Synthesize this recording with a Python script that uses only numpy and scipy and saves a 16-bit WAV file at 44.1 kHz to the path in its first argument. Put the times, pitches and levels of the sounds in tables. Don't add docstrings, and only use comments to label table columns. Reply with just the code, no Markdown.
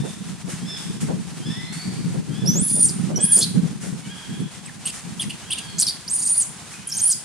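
import sys
import numpy as np
from scipy import signal
from scipy.fft import rfft, irfft
from scipy.io import wavfile
from scipy.ndimage import uniform_filter1d

SR = 44100
rng = np.random.default_rng(int(sys.argv[2]) if len(sys.argv) > 2 else 0)


def master_out(mix):
    frames = np.transpose(np.atleast_2d(mix))
    ceiling = np.clip(frames, -1, 1)
    pcm = np.round(ceiling * 32767).astype(np.int16)
    wavfile.write(sys.argv[1], SR, pcm)


N = 319284

# start t/s, length/s, pitch f/Hz, fourth partial level/dB, sixth against fourth level/dB
FAR_WHINES = [(-.07, 0.18, 884, -41.5, -7), (0.603, .19, 869, -36.5, 1.5), (1.405, 0.39, 865, -38, -1.5),
              (2.3, 0.5, 849.7, -40, -6), (3.134, 0.26, 818.6, -37.5, -11.5),
              (4.04, 0.45, 814, -39.5, -11.5), (5.409, 0.44, 810, -39.5, -8.5),
              (6.8, 0.37, 791, -44.5, -12.5)]
# multiple of the pitch, level/dB against the fourth before the dullness boost
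WHINE_LOW_PARTIALS = [(2, -14), (3, -19)]
# t/s, pitch f/Hz, level/dB, octave partial level/dB
FAR_GLIDES = [
    [(1.5, 1780, -45, -70), (1.6, 2000, -39, -56), (1.68, 2060, -39, -43), (1.73, 2170, -52, -47),
     (1.8, 2250, -55, -42), (2.05, 2370, -58, -57)],
    [(3.99, 2170, -56, -75), (4.08, 2260, -50, -75)],
    [(5.61, 2450, -60, -46), (5.7, 2130, -60, -44), (5.78, 2090, -60, -50)],
    [(6.74, 2510, -40.5, -70), (6.79, 2470, -52, -75)],
]
# start t/s, level/dB before rise and decay, time to fall 60 dB/s, rise time constant/s
RUSTLE_BURSTS = [(0.0294, -29, 0.52, 0.062), (0.486, -26.5, 0.32, 0.014), (0.767, -34, 0.87, 0.0078),
                 (1.003, -19.5, 0.14, 0.026), (1.722, -34, 1, 0.0051), (3.7994, -24, 0.42, 0.063),
                 (4.919, -20.5, 0.28, 0.054), (6.7002, -25, 0.32, 0.057)]
# f/Hz, relative level per Hz/dB
RUSTLE_SPECTRUM = [(500, 5), (1500, 19), (4000, 11.5), (9000, 20.5), (11500, 8), (15000, -18)]
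# f/Hz, relative level per Hz/dB
LEAF_SPECTRUM = [(20, -45), (59, -5), (129, 1), (581, -11.5), (747, -7), (1010, -7.5), (1100, -9),
                 (5550, -12), (9420, -9.5), (10800, -19.5), (15600, -40.5)]
# f/Hz, likeness (1 same, 0 unrelated, -1 opposite)
LEFT_RIGHT_LIKENESS = [(60, 0.76), (180, 1), (550, 0.53), (1650, 0.73), (4970, 0.34), (15000, -0.32)]
# t/s, level/dB before its lumps
WIND_STRENGTH = [(0.0, -26.5), (0.14, -36), (0.8, -34.5), (1.11, -24), (1.23, -35.5), (1.47, -27),
                 (1.73, -40), (1.87, -30.5), (2.46, -24), (2.9, -28.5), (3.39, -26), (3.57, -20.5),
                 (4.21, -42), (4.4, -26), (4.58, -45), (5.28, -36.5), (5.57, -46.5), (5.83, -37),
                 (6.01, -47), (7.24, -45)]
# f/Hz, relative level per Hz/dB
WIND_SPECTRUM = [(20, -42), (80, -33), (120, -1.5), (180, 7.5), (280, -8.5), (450, -18.5), (800, -43.5),
                 (1500, -37), (4000, -69)]
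# start t/s, drive level/dB, left minus right level/dB
WIND_PUFFS = [(0.032, -21, 0), (0.468, -26.5, 1), (0.92, -39, -2), (1.081, -17, -2.5), (2.135, -24, -1),
              (2.438, -23, -1), (2.545, -21, -3), (2.756, -25, -3), (3.089, -20, -3), (3.171, -20, -5.5),
              (3.364, -22.5, -11.5), (3.635, -28, 3.5), (3.832, -27.5, 3)]
# t/s, pitch f/Hz, whistle level/dB, rasp level/dB
LONG_SQUEALS = [
    [(2.455, 4915, -34, -40), (2.49, 5900, -17.5, -48), (2.533, 6060, -34.5, -45), (2.574, 6810, -24, -46),
     (2.65, 10700, -22.5, -36.5), (2.68, 9930, -24.5, -26), (2.772, 9420, -20, -33.5),
     (2.85, 9090, -10.5, -23.5), (2.877, 7710, -29, -33.5), (2.886, 6600, -51, -23.5),
     (2.91, 5700, -64, -29)],
    [(3.206, 7850, -22.5, -36), (3.234, 8750, -19, -39), (3.241, 9280, -8, -33.5),
     (3.256, 9480, -16, -23.5), (3.266, 10150, -24.5, -47), (3.288, 10340, -28, -44),
     (3.31, 10100, -24, -31.5), (3.326, 9170, -9, -27), (3.366, 9100, -14, -22), (3.375, 9400, -28, -17.5),
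     (3.409, 9470, -28, -20.5)],
    [(6.079, 4500, -22, -42), (6.09, 5920, -33, -41.5), (6.099, 7000, -24, -34), (6.108, 8750, -25.5, -24),
     (6.123, 8220, -24.5, -44), (6.14, 9600, -21.5, -30), (6.165, 9300, -23, -30), (6.19, 8800, -26, -29),
     (6.215, 9250, -29, -27), (6.251, 8700, -24, -27.5), (6.295, 9110, -18, -26), (6.32, 9140, -19, -29.5),
     (6.345, 9600, -19.5, -32), (6.365, 10000, -29, -26.5), (6.379, 9180, -11, -27.5),
     (6.393, 9770, -17, -30), (6.422, 7960, -18.5, -27.5), (6.437, 5880, -34.5, -38.5)],
    [(6.872, 10160, -23, -40), (6.894, 8500, -40, -37), (6.897, 7480, -40, -27), (6.912, 6830, -45.5, -35),
     (6.924, 5150, -25.5, -36), (6.936, 6400, -35, -30.5), (6.968, 6430, -32, -30), (6.97, 8820, -26, -37),
     (6.984, 8720, -25, -25), (6.986, 6570, -33, -25.5), (7.008, 6320, -29, -26.5),
     (7.01, 8100, -29, -35.5), (7.018, 8700, -19, -31.5), (7.042, 9400, -16.5, -33),
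     (7.062, 9000, -16.5, -33.5), (7.086, 10400, -19.5, -24), (7.119, 7920, -19.5, -22),
     (7.129, 5700, -20.5, -21), (7.132, 5000, -20, -38), (7.137, 4900, -26, -46)],
]
# t/s, pitch f/Hz, whistle level/dB, rasp level/dB, octave against whistle level/dB
SHORT_SHRIEKS = [
    [(3.159, 5810, -24.5, -42.5, -22), (3.165, 5960, -25.5, -36, -31), (3.179, 5560, -27.5, -52.5, -8)],
    [(3.411, 4244, -30, -17, -2), (3.432, 4294, -18, -16.5, -18), (3.446, 4350, -26, -23, -25)],
    [(5.783, 6100, -30, -34, -16), (5.791, 7200, -23, -21, -20), (5.8, 8200, -17, -15, -30),
     (5.812, 8100, -24, -14, -30), (5.819, 8000, -32, -16, -30), (5.821, 5200, -31, -10, 11),
     (5.83, 4860, -21.5, -21.5, -1), (5.838, 4250, -28.5, -34, -5)],
    [(5.868, 5020, -14, -15.5, -17), (5.875, 4890, -26.5, -22, -17), (5.886, 4360, -23, -19.5, -15.5),
     (5.898, 4760, -25, -25, -20), (5.908, 4570, -28.5, -32, -18.5)],
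]
# centre f/Hz, width f/Hz, height level/dB
THROAT_RESONANCES = [(3160, 1100, 4), (4670, 1000, 3), (6060, 2100, 0), (9430, 2340, 6.5),
                     (12700, 1000, -7)]
# t/s, pitch f/Hz, fundamental level/dB, third partial level/dB, rasp level/dB
YELP_CALLS = [
    [(4.4, 3160, -50, -48, -62.5), (4.407, 3520, -53, -47, -61), (4.417, 3460, -62, -58, -65)],
    [(4.656, 2520, -60, -42.5, -65), (4.663, 2785, -63.5, -35, -65), (4.674, 2556, -45, -57, -59.5),
     (4.697, 1725, -41, -70, -57)],
    [(4.854, 2577, -35, -30.5, -37), (4.862, 3023, -37, -20, -37.5), (4.875, 2850, -37.5, -30.5, -28.5),
     (4.903, 2527, -42.5, -40, -33)],
    [(5.196, 3250, -25.5, -30, -47), (5.204, 3380, -25.5, -30, -35.5), (5.222, 3017, -32.5, -23.5, -31.5),
     (5.241, 1915, -39, -40.5, -38)],
    [(5.296, 2577, -41, -59, -39.5), (5.306, 2817, -32.5, -47, -33), (5.322, 2740, -45, -60, -48)],
    [(5.503, 2550, -28.5, -35, -39), (5.515, 3250, -32, -22.5, -30.5), (5.525, 3560, -24, -34.5, -31),
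     (5.536, 2927, -29, -21.5, -33), (5.547, 2355, -37.5, -50, -53.5)],
    [(5.575, 2800, -34.5, -46, -40), (5.59, 2765, -33.5, -46, -28.5), (5.606, 2700, -38.5, -59, -48)],
]

WHINE_ONSET_DB, WHINE_FADE_DB, SIXTH_FADE_DB = -8, -11, -34
WHINE_FLAT, WHINE_RISE_S, WHINE_HOLD_S = .1, 0.067, 0.11
WHINE_DULL = .7
LEAVES_DB = -41
SQUEAL_OCTAVE_DB = -11
SLAP_HZ = 850
UNDERTONE = .76
PORT_LAG_S = 1.1e-5
CUTOFF_HZ = 15700


def amp(db):
    return 10 ** (np.asarray(db) / 20)


def rms_one(x):
    return x / np.sqrt(np.mean(x ** 2) + 1e-20)


def in_time(rows):
    s, *columns = np.array(sorted(rows, key=lambda row: row[0])).T
    return [np.interp(np.arange(N) / SR, s, column) for column in columns]


def phrases(tables, fade_s):
    gate = np.zeros(N)
    for rows in tables:
        start = max(0, round(rows[0][0] * SR))
        end = round((rows[-1][0] + fade_s) * SR)
        gate[start:end] = 1
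    gate = uniform_filter1d(gate, size=max(3, round(fade_s * SR)))
    return gate, *in_time([row for rows in tables for row in rows])


def at_hz(points, hz):
    table_hz, values = np.array(points).T
    return np.interp(np.log(hz), np.log(table_hz), values)


def drift(hz):
    r = np.exp(-2 * np.pi * hz / SR)
    noise = rng.standard_normal(N + SR)
    return rms_one(signal.lfilter([1], [1, -2 * r, r * r], noise)[SR:])


def coloured(x, spectrum):
    hz = np.maximum(np.fft.rfftfreq(N, 1 / SR), 1)
    return rms_one(irfft(rfft(x) * amp(at_hz(spectrum, hz)), N))


def whine_tables():
    tables = []
    for s, length, hz, db, sixth_against_db in FAR_WHINES:
        sixth_db = db + sixth_against_db
        risen = s + WHINE_RISE_S
        shape = [
            (s, hz * (1 - WHINE_FLAT), db + WHINE_ONSET_DB, sixth_db + 2 * WHINE_ONSET_DB),
            (s + .7 * WHINE_RISE_S, hz * (1 - .6 * WHINE_FLAT), db + WHINE_ONSET_DB / 2, sixth_db + WHINE_ONSET_DB),
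            (risen, hz * 1.012, db + 2.0, sixth_db),
            (risen + WHINE_HOLD_S, hz, db, sixth_db - 3),
            (s + length, hz * 1.025, db + WHINE_FADE_DB, sixth_db + SIXTH_FADE_DB)]
        tables.append([(*row, -WHINE_DULL * sixth_against_db) for row in shape])
    return tables


def far_whine():
    gate, hz, db, sixth_db, dull_db = phrases(whine_tables(), fade_s=0.025)
    phase = 2 * np.pi * np.cumsum(hz * (1 + .011 * drift(25) + .009 * drift(200))) / SR
    low = sum(amp(order_db + dull_db) * np.sin(k * phase) for k, order_db in WHINE_LOW_PARTIALS)
    flutter = amp(3.5 * drift(25))
    return gate * flutter * (amp(db) * (low + np.sin(4 * phase)) + amp(sixth_db) * np.sin(6 * phase))


def far_glides():
    gate, hz, db, octave_db = phrases(FAR_GLIDES, fade_s=0.0088)
    phase = 2 * np.pi * np.cumsum(hz * (1 + 0.00616 * drift(24.4) + 0.0038 * drift(290))) / SR
    flutter = np.sqrt(2) * amp(2.6 * drift(28))
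    return gate * flutter * (amp(db) * np.sin(phase) + amp(octave_db) * np.sin(2 * phase))


def trees(x, t60, onset_s, blur_hz):
    x = x * drift(blur_hz)
    t = np.arange(round(.8 * SR)) / SR
    tail = rng.standard_normal((2, len(t))) * amp(-60 * t / t60) * (1 - np.exp(-t / onset_s))
    tail = tail / np.sqrt(np.sum(tail ** 2) / 2)
    return signal.fftconvolve(x[None], tail, axes=1)[:, :N]


def stereo_noise(spectrum):
    hz = np.maximum(np.fft.rfftfreq(N, 1 / SR), 1)
    alike = np.clip(at_hz(LEFT_RIGHT_LIKENESS, hz), -1, 1)
    mid, side = rfft(rng.standard_normal((2, N)))
    both = np.sqrt(1 + alike) * mid + np.sqrt(1 - alike) * side * [[1], [-1]]
    return coloured(irfft(both, N), spectrum)


def foliage():
    t, swell = np.arange(N) / SR, np.zeros(N)
    for s, db, t60, rise_s in RUSTLE_BURSTS:
        since = np.maximum(t - s, 0)
        swell += amp(db - 60 * since / t60) * (1 - np.exp(-since / rise_s))
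    hiss = amp(LEAVES_DB + 1.72 * drift(11.7)) * stereo_noise(LEAF_SPECTRUM)
    return hiss + swell * amp(0.94 * drift(92)) * stereo_noise(RUSTLE_SPECTRUM)


def wind():
    own_lumps = np.array([drift(22), drift(22)])
    lumps = amp(np.clip(5.5 * own_lumps + 3.5 * drift(15), -10, 8))
    rumble = amp(in_time(WIND_STRENGTH)[0]) * coloured(rng.standard_normal((2, N)), WIND_SPECTRUM) * lumps
    t, puffs = np.arange(N) / SR, np.zeros((2, N))
    for s, drive_db, pan_db in WIND_PUFFS:
        since = np.maximum(t - s, 0) / 0.018
        puffs += amp(drive_db + np.array([[.5], [-.5]]) * pan_db) * since * np.exp(-since)
    puff_band = signal.butter(2, [180, 550], "band", fs=SR, output="sos")
    puff_noise = signal.sosfilt(puff_band, rng.standard_normal((2, N)))
    return rumble + puffs * rms_one(puff_noise)


def throat_gain(hz):
    power = 0
    for top_hz, width_hz, db in THROAT_RESONANCES:
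        power = power + amp(db) ** 2 / (1 + (2 * (hz - top_hz) / width_hz) ** 2) ** 2
    return np.sqrt(power)


def rasp_noise(low_hz, top_hz, dip_db, patchy_db, slaps_db):
    hz, out = np.fft.rfftfreq(N, 1 / SR), 0
    shape = throat_gain(hz) / (1 + (low_hz / (hz + 1)) ** 12) / (1 + (hz / top_hz) ** 12)
    shape *= amp(dip_db * np.exp(-((hz - 5900) / 600) ** 2))
    chopped = rfft(rng.standard_normal(N) * amp(slaps_db * drift(900))) * shape
    for centre in np.arange(2100, 14000, 700):
        band = np.clip(1 - abs(hz - centre) / 700, 0, 1)
        out = out + amp(patchy_db * drift(45)) * irfft(chopped * band, N)
    return rms_one(out)


def folds(hz, voiced_db, rasp_db, jitter, wobble):
    unsteady = 1 / (1 + amp(1.6 * (voiced_db - rasp_db - 5)))
    hz = hz * (1 + unsteady * (jitter * drift(400) + wobble * drift(50)))
    flutter = np.sqrt(2) * amp(np.minimum((2 + 8 * unsteady) * drift(150), 4))
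    return 2 * np.pi * np.cumsum(hz) / SR, flutter


def squeals():
    long_calls = [[(*row, SQUEAL_OCTAVE_DB) for row in rows] for rows in LONG_SQUEALS]
    gate, hz, whistle_db, rasp_db, octave_db = phrases(long_calls + SHORT_SHRIEKS, fade_s=0.003)
    high = np.minimum(hz / 8500, 1) ** 3
    phase, flutter = folds(hz, whistle_db, rasp_db, jitter=.035 + .01 * (1 - high), wobble=.018)
    octave = amp(octave_db) * throat_gain(2 * hz) / throat_gain(hz) * (hz < SR / 6)
    whistle = amp(whistle_db) * flutter * (np.sin(phase) + octave * np.sin(2 * phase))
    slaps = np.cos(2 * np.pi * np.cumsum(SLAP_HZ * (1 + .08 * drift(60))) / SR)
    whistle += amp(rasp_db - 1) * (1 - high) ** 2 * slaps * np.sin(phase)
    breath = uniform_filter1d(drift(1400), size=11) * amp(3 * drift(150))
    halo = amp(rasp_db - 2.5) * high * breath * np.cos(phase)
    under_noise = uniform_filter1d(drift(500), size=25) * amp(5 * drift(90))
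    under = amp(rasp_db - 9) * high * under_noise * np.cos(UNDERTONE * phase)
    deep_noise = rasp_noise(low_hz=3100, top_hz=4400, dip_db=0, patchy_db=4, slaps_db=2)
    deep = amp(rasp_db - 16) * (1 - high) ** 3 * deep_noise
    rasp = amp(rasp_db - 6) * rasp_noise(low_hz=4100, top_hz=13500, dip_db=0, patchy_db=5, slaps_db=3.5)
    return gate * (whistle + halo + under + deep + rasp)


def yelps():
    gate, hz, first_db, third_db, rasp_db = phrases(YELP_CALLS, fade_s=0.0034)
    phase, flutter = folds(hz, np.maximum(first_db, third_db), rasp_db, jitter=.08, wobble=.02)
    fourth = amp(-14) * throat_gain(4 * hz) / throat_gain(3 * hz)
    voiced = amp(first_db) * np.sin(phase) + amp(third_db) * (np.sin(3 * phase) + fourth * np.sin(4 * phase))
    rasp = rasp_noise(low_hz=2000, top_hz=11500, dip_db=-7, patchy_db=3.5, slaps_db=1.5)
    return gate * (flutter * voiced + amp(rasp_db) * rasp)


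def scene():
    near = squeals() + yelps()
    far = far_whine() + far_glides()
    hz = np.fft.rfftfreq(N, 1 / SR)
    late = irfft(rfft(near) * np.exp(-2j * np.pi * hz * PORT_LAG_S), N)
    voices = np.array([late, near]) * amp([[-.7], [.7]])
    voices += amp(-8) * trees(near, t60=0.4, onset_s=0.0007, blur_hz=387)
    voices += amp(-3) * far + amp(-3) * trees(far, t60=1.0, onset_s=.012, blur_hz=150)
    return voices + foliage() + wind()


def record(dry):
    return signal.sosfilt(signal.ellip(10, .5, 70, CUTOFF_HZ, fs=SR, output="sos"), dry)


dry = scene()
out = record(dry)
master_out(out)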